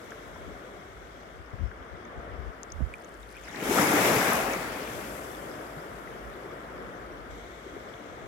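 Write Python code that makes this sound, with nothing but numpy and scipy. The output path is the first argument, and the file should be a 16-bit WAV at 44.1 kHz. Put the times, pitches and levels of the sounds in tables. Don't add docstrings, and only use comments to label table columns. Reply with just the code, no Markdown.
import sys
import numpy as np
from scipy import signal
from scipy.fft import rfft, irfft, next_fast_len
from scipy.io import wavfile
from scipy.ndimage import uniform_filter1d, map_coordinates

SR = 44100
rng = np.random.default_rng(int(sys.argv[2]) if len(sys.argv) > 2 else 0)


def transcribe(signal):
    frames = np.atleast_2d(signal).T
    limited = np.clip(frames, -1, 1)
    pcm = np.round(limited * 32767).astype(np.int16)
    wavfile.write(sys.argv[1], SR, pcm)


N = 364707
TIME = np.arange(N) / SR

# f/Hz, level/dB
RIGHT_MUFFLE = [(80, 1), (200, -2.5), (400, -2.5), (680, -3.5), (900, -2), (1400, -5), (1750, -3.5),
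                (2200, 1), (2700, -6), (3300, -11.5), (4200, -7.5), (6500, -22.5), (9000, -27.5),
                (14000, -43)]
# start t/s, level/dB
BACKWASHES = [(0.0, -59), (7.31, -56)]


def amp(db):
    return 10 ** (np.asarray(db) / 20)


def unit(x):
    return x / np.sqrt(np.mean(x ** 2) + 1e-20)


def along(points, hz):
    f, values = np.transpose(points)
    return np.interp(np.log(hz + 1), np.log(f + 1), values)


def wobble(per_s):
    return map_coordinates(rng.standard_normal(512), [TIME * per_s], mode="wrap")


def filtered(x, response):
    size = next_fast_len(N + 8192, True)
    return irfft(rfft(x, size) * response(np.fft.rfftfreq(size, 1 / SR)), size)[..., :N]


def shaped(x, tone):
    return filtered(x, lambda hz: amp(along(tone, hz)))


def rings(start_s, gain, hz, ring_s, rise):
    length = (ring_s * SR).astype(int) + 2
    which = np.repeat(np.arange(len(start_s)), length)
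    age = np.arange(len(which)) - (np.cumsum(length) - length)[which]
    life = age / SR / ring_s[which]
    turns = age / SR * hz[which]
    loudness = gain[which] * np.exp(-np.log(1000) * life) * (1 - np.exp(-2 * turns))
    wave = loudness * np.sin(2 * np.pi * turns * (1 + rise[which] * life / 2))
    return np.bincount(np.abs(start_s * SR).astype(int)[which] + age, wave, N)[:N]


def swarm(low_hz, high_hz, cycles, spread_db, near_db, count):
    near = []
    for when, size, strength, life in rng.random((2, count, 4)).transpose(0, 2, 1):
        hz = low_hz * (high_hz / low_hz) ** size
        gain = hz * amp(-spread_db * np.log(np.maximum(strength, 1 / 200)))
        near.append(unit(rings(when * N / SR, gain, hz, cycles * (.5 + life) / hz, 0.44 * life)))
    band_share = abs(high_hz - low_hz) * 2 / SR
    return amp(near_db) * np.sqrt(band_share) * np.array(near) + rng.standard_normal((2, N))


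def churned(x, patchy_db):
    slices = signal.stft(x, nperseg=512)[2]
    patches = uniform_filter1d(rng.standard_normal(slices.shape[1:]), size=9, axis=0)
    patches = uniform_filter1d(patches, size=8, axis=1)
    return signal.istft(slices * amp(patchy_db * unit(patches)), nperseg=512)[1][:, :N]


def heard(streams, tone, right_lag_ms=0):
    # f/Hz, likeness/0 to 1
    likeness = [(60, 0.88), (200, 0.9), (400, 0.91), (700, 0.63), (1200, 0.26), (2400, 0.036), (5000, .05)]

    def spread(hz):
        angle = np.arccos(np.clip(along(likeness, hz), -1, 1)) / 2
        return amp(along(tone, hz)) * [np.cos(angle), np.sin(angle)]

    def muffle_and_delay(hz):
        return amp(along(RIGHT_MUFFLE, hz)) * np.exp(-2j * np.pi * hz * right_lag_ms / 1000)

    mid, side = filtered(streams, spread)
    pair = np.array([mid + side, filtered(mid - side, muffle_and_delay)])
    return pair / np.std(pair.mean(0))


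def swell(peak_s, attack_s, hold_s, fall_db_per_s):
    age = TIME - peak_s
    rising = np.exp(-(np.minimum(age, 0) / attack_s) ** 2 / 2)
    return rising * amp(-fall_db_per_s * np.maximum(age - hold_s, 0))


def thin_sheet(start_s):
    return swell(start_s, attack_s=0.0075, hold_s=1.36, fall_db_per_s=195)


def backwash_strength(fade_db_per_s=3.5):
    return sum(amp(db - fade_db_per_s * (TIME - s)) * thin_sheet(s) for s, db in BACKWASHES)


def foam_amount(early_s=0, gather_s=0.23, hold_s=0.17, thinning_s=0.4):
    # thickest foam t/s, level/dB
    run_ups = [(-0.52, -7), (5, 0)]
    amounts = []
    for s, db in run_ups:
        age = np.maximum(TIME + early_s - s - hold_s, 0)
        amounts.append(amp(db) * swell(s - early_s, gather_s, 0, 0) * (1 + age / thinning_s) ** -1.314)
    return np.max(amounts, axis=0)


def shallow_water():
    # t/s, level/dB
    flow = [(0.0, -48), (0.45, -46.5), (0.8, -49), (1.45, -51.5), (2.25, -46), (2.65, -49), (3.42, -52.5),
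            (4.85, -42.5), (5.25, -43), (5.55, -42), (6.05, -45), (6.65, -44.5), (6.85, -43.5), (7.1, -46),
            (7.5, -49.5), (7.78, -46), (8.27, -46.5)]
    # f/Hz, level/dB
    lap_tone = [(40, -24), (110, -6.5), (190, -5), (260, -3.5), (370, -1), (560, -2), (700, -3),
                (850, -13.5), (1300, -72), (3000, -62)]
    ripple_tone = [(400, -30), (750, -2), (950, -0.5), (1350, 2), (1650, -1.5), (1950, -5), (2250, -9),
                   (2600, -18.5), (3400, -15.5), (6000, -52)]
    lap = swarm(167.3, 833, cycles=15, spread_db=2.5, near_db=-8, count=1500)
    ripple = swarm(820, 2665, cycles=34, spread_db=2.5, near_db=-6, count=4000)
    slosh = wobble(6.3)
    flow_db = np.interp(TIME, *np.transpose(flow))
    calming_db = 1.5 * sum(thin_sheet(s) for s, _ in BACKWASHES)
    ripple_db = -50.5 + 0.71 * (flow_db - flow_db.mean()) - calming_db
    return (heard(lap, lap_tone, right_lag_ms=0.23) * amp(flow_db + 0.81 * slosh)
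            + heard(ripple, ripple_tone, right_lag_ms=0.52) * amp(ripple_db + 0.28 * slosh))


def sand(stirred_db=-51.5, trickle_db=-67):
    # f/Hz, level/dB
    tone = [(1500, -18), (2600, 2.5), (3400, 2.5), (4100, -5.5), (4800, -3), (5600, -2), (7600, -10),
            (8600, -13), (12000, -19)]
    grains = churned(swarm(2320, 9600, cycles=18, spread_db=3, near_db=-4.5, count=9000), patchy_db=1.8)
    stirred = amp(stirred_db) * foam_amount(early_s=0.29) ** 0.75
    return heard(grains, tone, right_lag_ms=0.523) * np.hypot(stirred, amp(trickle_db))


def foam():
    # f/Hz, level/dB
    tone = [(3000, -16), (5500, -4), (7600, 1.5), (9400, -3), (10700, 1.5), (13000, 0), (14300, -6.5),
            (16000, -10)]
    fizz = churned(swarm(4900, 16600, cycles=12, spread_db=3, near_db=-7, count=14000), patchy_db=0.8)
    on_wave = amp(-52) * foam_amount()
    on_backwash = amp(-16.5) * backwash_strength()
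    on_shingle = amp(-72) * swell(3.07, attack_s=0.5, hold_s=0.5, fall_db_per_s=30)
    return heard(fizz, tone) * np.linalg.norm([on_wave, on_backwash, on_shingle], axis=0)


def backwash():
    # f/Hz, level/dB
    tone = [(1700, -1), (2200, 7.5), (2600, -13), (3300, 4), (4000, -3.5), (5000, -15), (5750, -4),
            (6050, -9), (6500, -2), (7100, -16), (7700, -3.5), (8300, -26), (11000, -30)]
    flicker = amp(0.4 * wobble(18))
    return flicker * heard(rng.standard_normal((2, N)), tone, right_lag_ms=0.45) * backwash_strength()


def breeze(level_db=-54, swing_db=2.5):
    # f/Hz, level/dB
    tone = [(20, -34), (38, -10), (53, 12), (75, -5), (105, -5.5), (200, -33), (600, -76)]
    left, right, shared = unit(shaped(rng.standard_normal((3, N)), tone))
    return amp(level_db + swing_db * wobble(7)) * unit(np.array([left, right]) + 1.14 * shared)


def hiss(level_db=-74):
    tone = [(2500, -7.5), (8000, -9.5), (15000, -24)]  # f/Hz, level/dB
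    return amp(level_db) * unit(shaped(rng.standard_normal((2, N)), tone))


def snaps(cycles=18):
    # t/s, level/dB, f/Hz, extra on the right before muffling/dB
    events = [(0.107, -30, 6500, -4), (0.1203, -25.5, 1530, 5), (1.715, -26, 1590, -10),
              (2.6325, -18, 6430, -11), (2.72, -27, 5600, -8), (2.9392, -32, 8000, 0),
              (3.329, -39, 9500, 0), (3.368, -31, 10500, 0), (4.3337, -4, 10900, 0)]
    s, db, hz, right_db = np.transpose(events)
    left, right = (rings(s, amp(level), hz, cycles / hz, np.zeros(len(s))) for level in (db, db + right_db))
    return np.array([left, shaped(right, RIGHT_MUFFLE)])


def plinks(ring_at_1khz_s=0.031):
    # t/s, level/dB, f/Hz, extra on the right before muffling/dB
    bubbles = [(0.361, -35, 990, -3), (0.477, -30, 276, -8), (2.052, -43, 6160, -6), (2.703, -39, 5100, -8),
               (2.722, -26, 6240, -12), (2.9393, -29.5, 2330, 4.5), (3.046, -36.5, 6400, -12),
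               (3.231, -39.5, 3660, -8), (3.3672, -33, 2430, -13), (3.437, -38, 6500, -10),
               (3.69, -19, 241, -2), (3.709, -14.5, 370, -5), (3.7854, -9.5, 1280, -2),
               (3.792, -17.5, 181, 0), (3.827, -12.5, 294, -2), (3.938, -9, 288, 0), (4.161, -21, 123, -1),
               (4.535, -22, 5800, -8), (4.876, -34, 2360, 3), (5.349, -34.5, 3410, -13),
               (5.767, -30, 149, -2), (6.074, -32, 1950, -7), (6.442, -32, 393, -4),
               (7.664, -28.5, 367, -3), (7.764, -25, 400, -5), (7.939, -36.5, 3320, -12)]
    s, db, hz, right_db = np.transpose(bubbles)
    ring_s = ring_at_1khz_s * (hz / 1000) ** -0.57
    rise = np.full(len(s), 0.13)
    sides_db = db, db + right_db + along(RIGHT_MUFFLE, hz)
    return np.array([rings(s, amp(level), hz, ring_s, rise) for level in sides_db])


def wind_puffs(flutter_db=2):
    # t/s, half length/s, level/dB, side/0 left to 1 right
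    puffs = [(0.47, 0.063, -38, 0.26), (1.396, 0.016, -40, 0.075), (1.541, 0.0088, -26.5, 0),
             (1.639, 0.029, -24.5, 0), (1.8, .018, -38, 0.44), (1.932, 0.02, -35.5, 0.12),
             (2.177, .015, -31, 0.31), (2.327, .027, -34, .13), (2.412, 0.026, -31, .03),
             (2.477, .017, -29.5, 0.084), (2.814, 0.057, -33, 0.94), (2.824, 0.0095, -28, 1),
             (4.963, 0.02, -40, 0.42), (7.32, 0.036, -42, .79)]
    # f/Hz, level/dB
    tone = [(20, -28), (35, -5), (52, 7), (80, 2.5), (130, -10), (220, -18.5), (400, -40), (1000, -61),
            (3000, -100)]
    force = sum(amp(db) * np.exp(-((TIME - s) / half_s) ** 2 / 2) * np.array([[1 - side], [side]])
                for s, half_s, db, side in puffs)
    swirl = signal.hilbert(shaped(rng.standard_normal((2, N)), tone), next_fast_len(N))[:, :N]
    strength = np.sqrt(uniform_filter1d(np.abs(swirl) ** 2, size=1500) / 2 + 1e-12)
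    even_swirl = swirl.real / strength
    return force * amp(flutter_db * wobble(24.12)) * even_swirl


def wind_slap():
    # t/s, level/dB, f/Hz, ring time/s
    thumps = [(2.8046, -15.5, 536, 0.0087), (2.8066, -12.5, 210, 0.021), (2.818, -7, 67.5, 0.072)]
    s, db, hz, ring_s = np.transpose(thumps)
    return np.outer([0, 1], rings(s, amp(db), hz, ring_s, np.zeros(len(s))))


def shingle_prickle(start_s=2.8, lasts_s=1.1, count=600):
    when, size, pitch = rng.random((count, 3)).T
    ticks = rings(start_s + lasts_s * np.sqrt(when), gain=amp(-47 + 11 * size ** 2),
                  hz=4200 + 7000 * pitch ** 2, ring_s=0.0013 * (0.5 + size), rise=pitch)
    return np.array([ticks, shaped(ticks, RIGHT_MUFFLE)])


def breaking_wave(spill_s=3.6, break_s=3.75, slam_half_s=0.042):
    # f/Hz, level/dB
    lip_tone = [(900, -17), (1700, -2), (2150, 0.5), (2700, -6), (3500, -10), (4300, -19), (6000, -12.5),
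                (9000, -20), (15000, -28)]
    spray_tone = [(1500, -6.5), (3500, 3.5), (4400, -6.5), (5100, 1.5), (6700, 2), (7600, 1.5), (8500, -3),
                  (9600, -2.5), (10500, 1), (13000, 0.5), (14300, -12), (16000, -10)]
    air_tone = [(35, -40), (80, -10), (125, -5.5), (190, 1), (300, 3.5), (440, 2.5), (580, -6.5),
                (850, -2.5), (2000, -41)]
    splash_tone = [(250, -29), (520, 3.5), (720, 2.5), (920, -0.5), (1350, 1), (1700, -0.5), (2200, -3),
                   (2650, -6.5), (3400, -16), (4200, -15), (8000, -19)]
    # t/s, extra level/dB
    slams = [(3.795, 1.5), (4.06, 4)]
    lip = churned(swarm(1410, 8600, cycles=29, spread_db=3.5, near_db=4.5, count=4000), 3.5)
    air = swarm(118, 710, cycles=9.5, spread_db=1, near_db=-1, count=2200)
    splash = churned(swarm(580, 3400, cycles=17.4, spread_db=2.5, near_db=-7.5, count=8000), 1.5)
    spray = churned(swarm(3225, 14900, cycles=37, spread_db=4.5, near_db=-6.5, count=16000), 0.54)
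    tumble = wobble(28)
    slam_db = sum(db * np.exp(-((TIME - s) / slam_half_s) ** 2 / 2) for s, db in slams)
    lip = heard(lip, lip_tone) * amp(-43.5)
    spray = heard(spray, spray_tone) * amp(-35.5 + 0.8 * slam_db + 0.67 * tumble)
    air = heard(air, air_tone, right_lag_ms=0.033) * amp(-28 + 0.5 * slam_db + 0.5 * wobble(21.9))
    splash = heard(splash, splash_tone, right_lag_ms=-0.095) * amp(-28 + slam_db + 0.55 * tumble)
    return (lip * swell(spill_s, attack_s=0.14, hold_s=0.11, fall_db_per_s=80)
            + spray * swell(break_s, attack_s=0.069, hold_s=0.5, fall_db_per_s=42)
            + air * swell(break_s + 0.12, attack_s=0.16, hold_s=0.28, fall_db_per_s=24.5)
            + splash * swell(break_s + 0.13, attack_s=0.16, hold_s=0.44, fall_db_per_s=27.5))


def scene():
    water = shallow_water() + sand() + foam() + backwash() + breaking_wave()
    small_sounds = snaps() + plinks() + shingle_prickle()
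    return water + small_sounds + wind_puffs() + breeze() + wind_slap() + hiss()


def record(dry, low_cut_hz=39, top_hz=15950):
    lean = signal.sosfilt(signal.butter(4, low_cut_hz, "highpass", fs=SR, output="sos"), dry)
    return filtered(lean, lambda hz: hz < top_hz)


dry = scene()
out = record(dry)
transcribe(out)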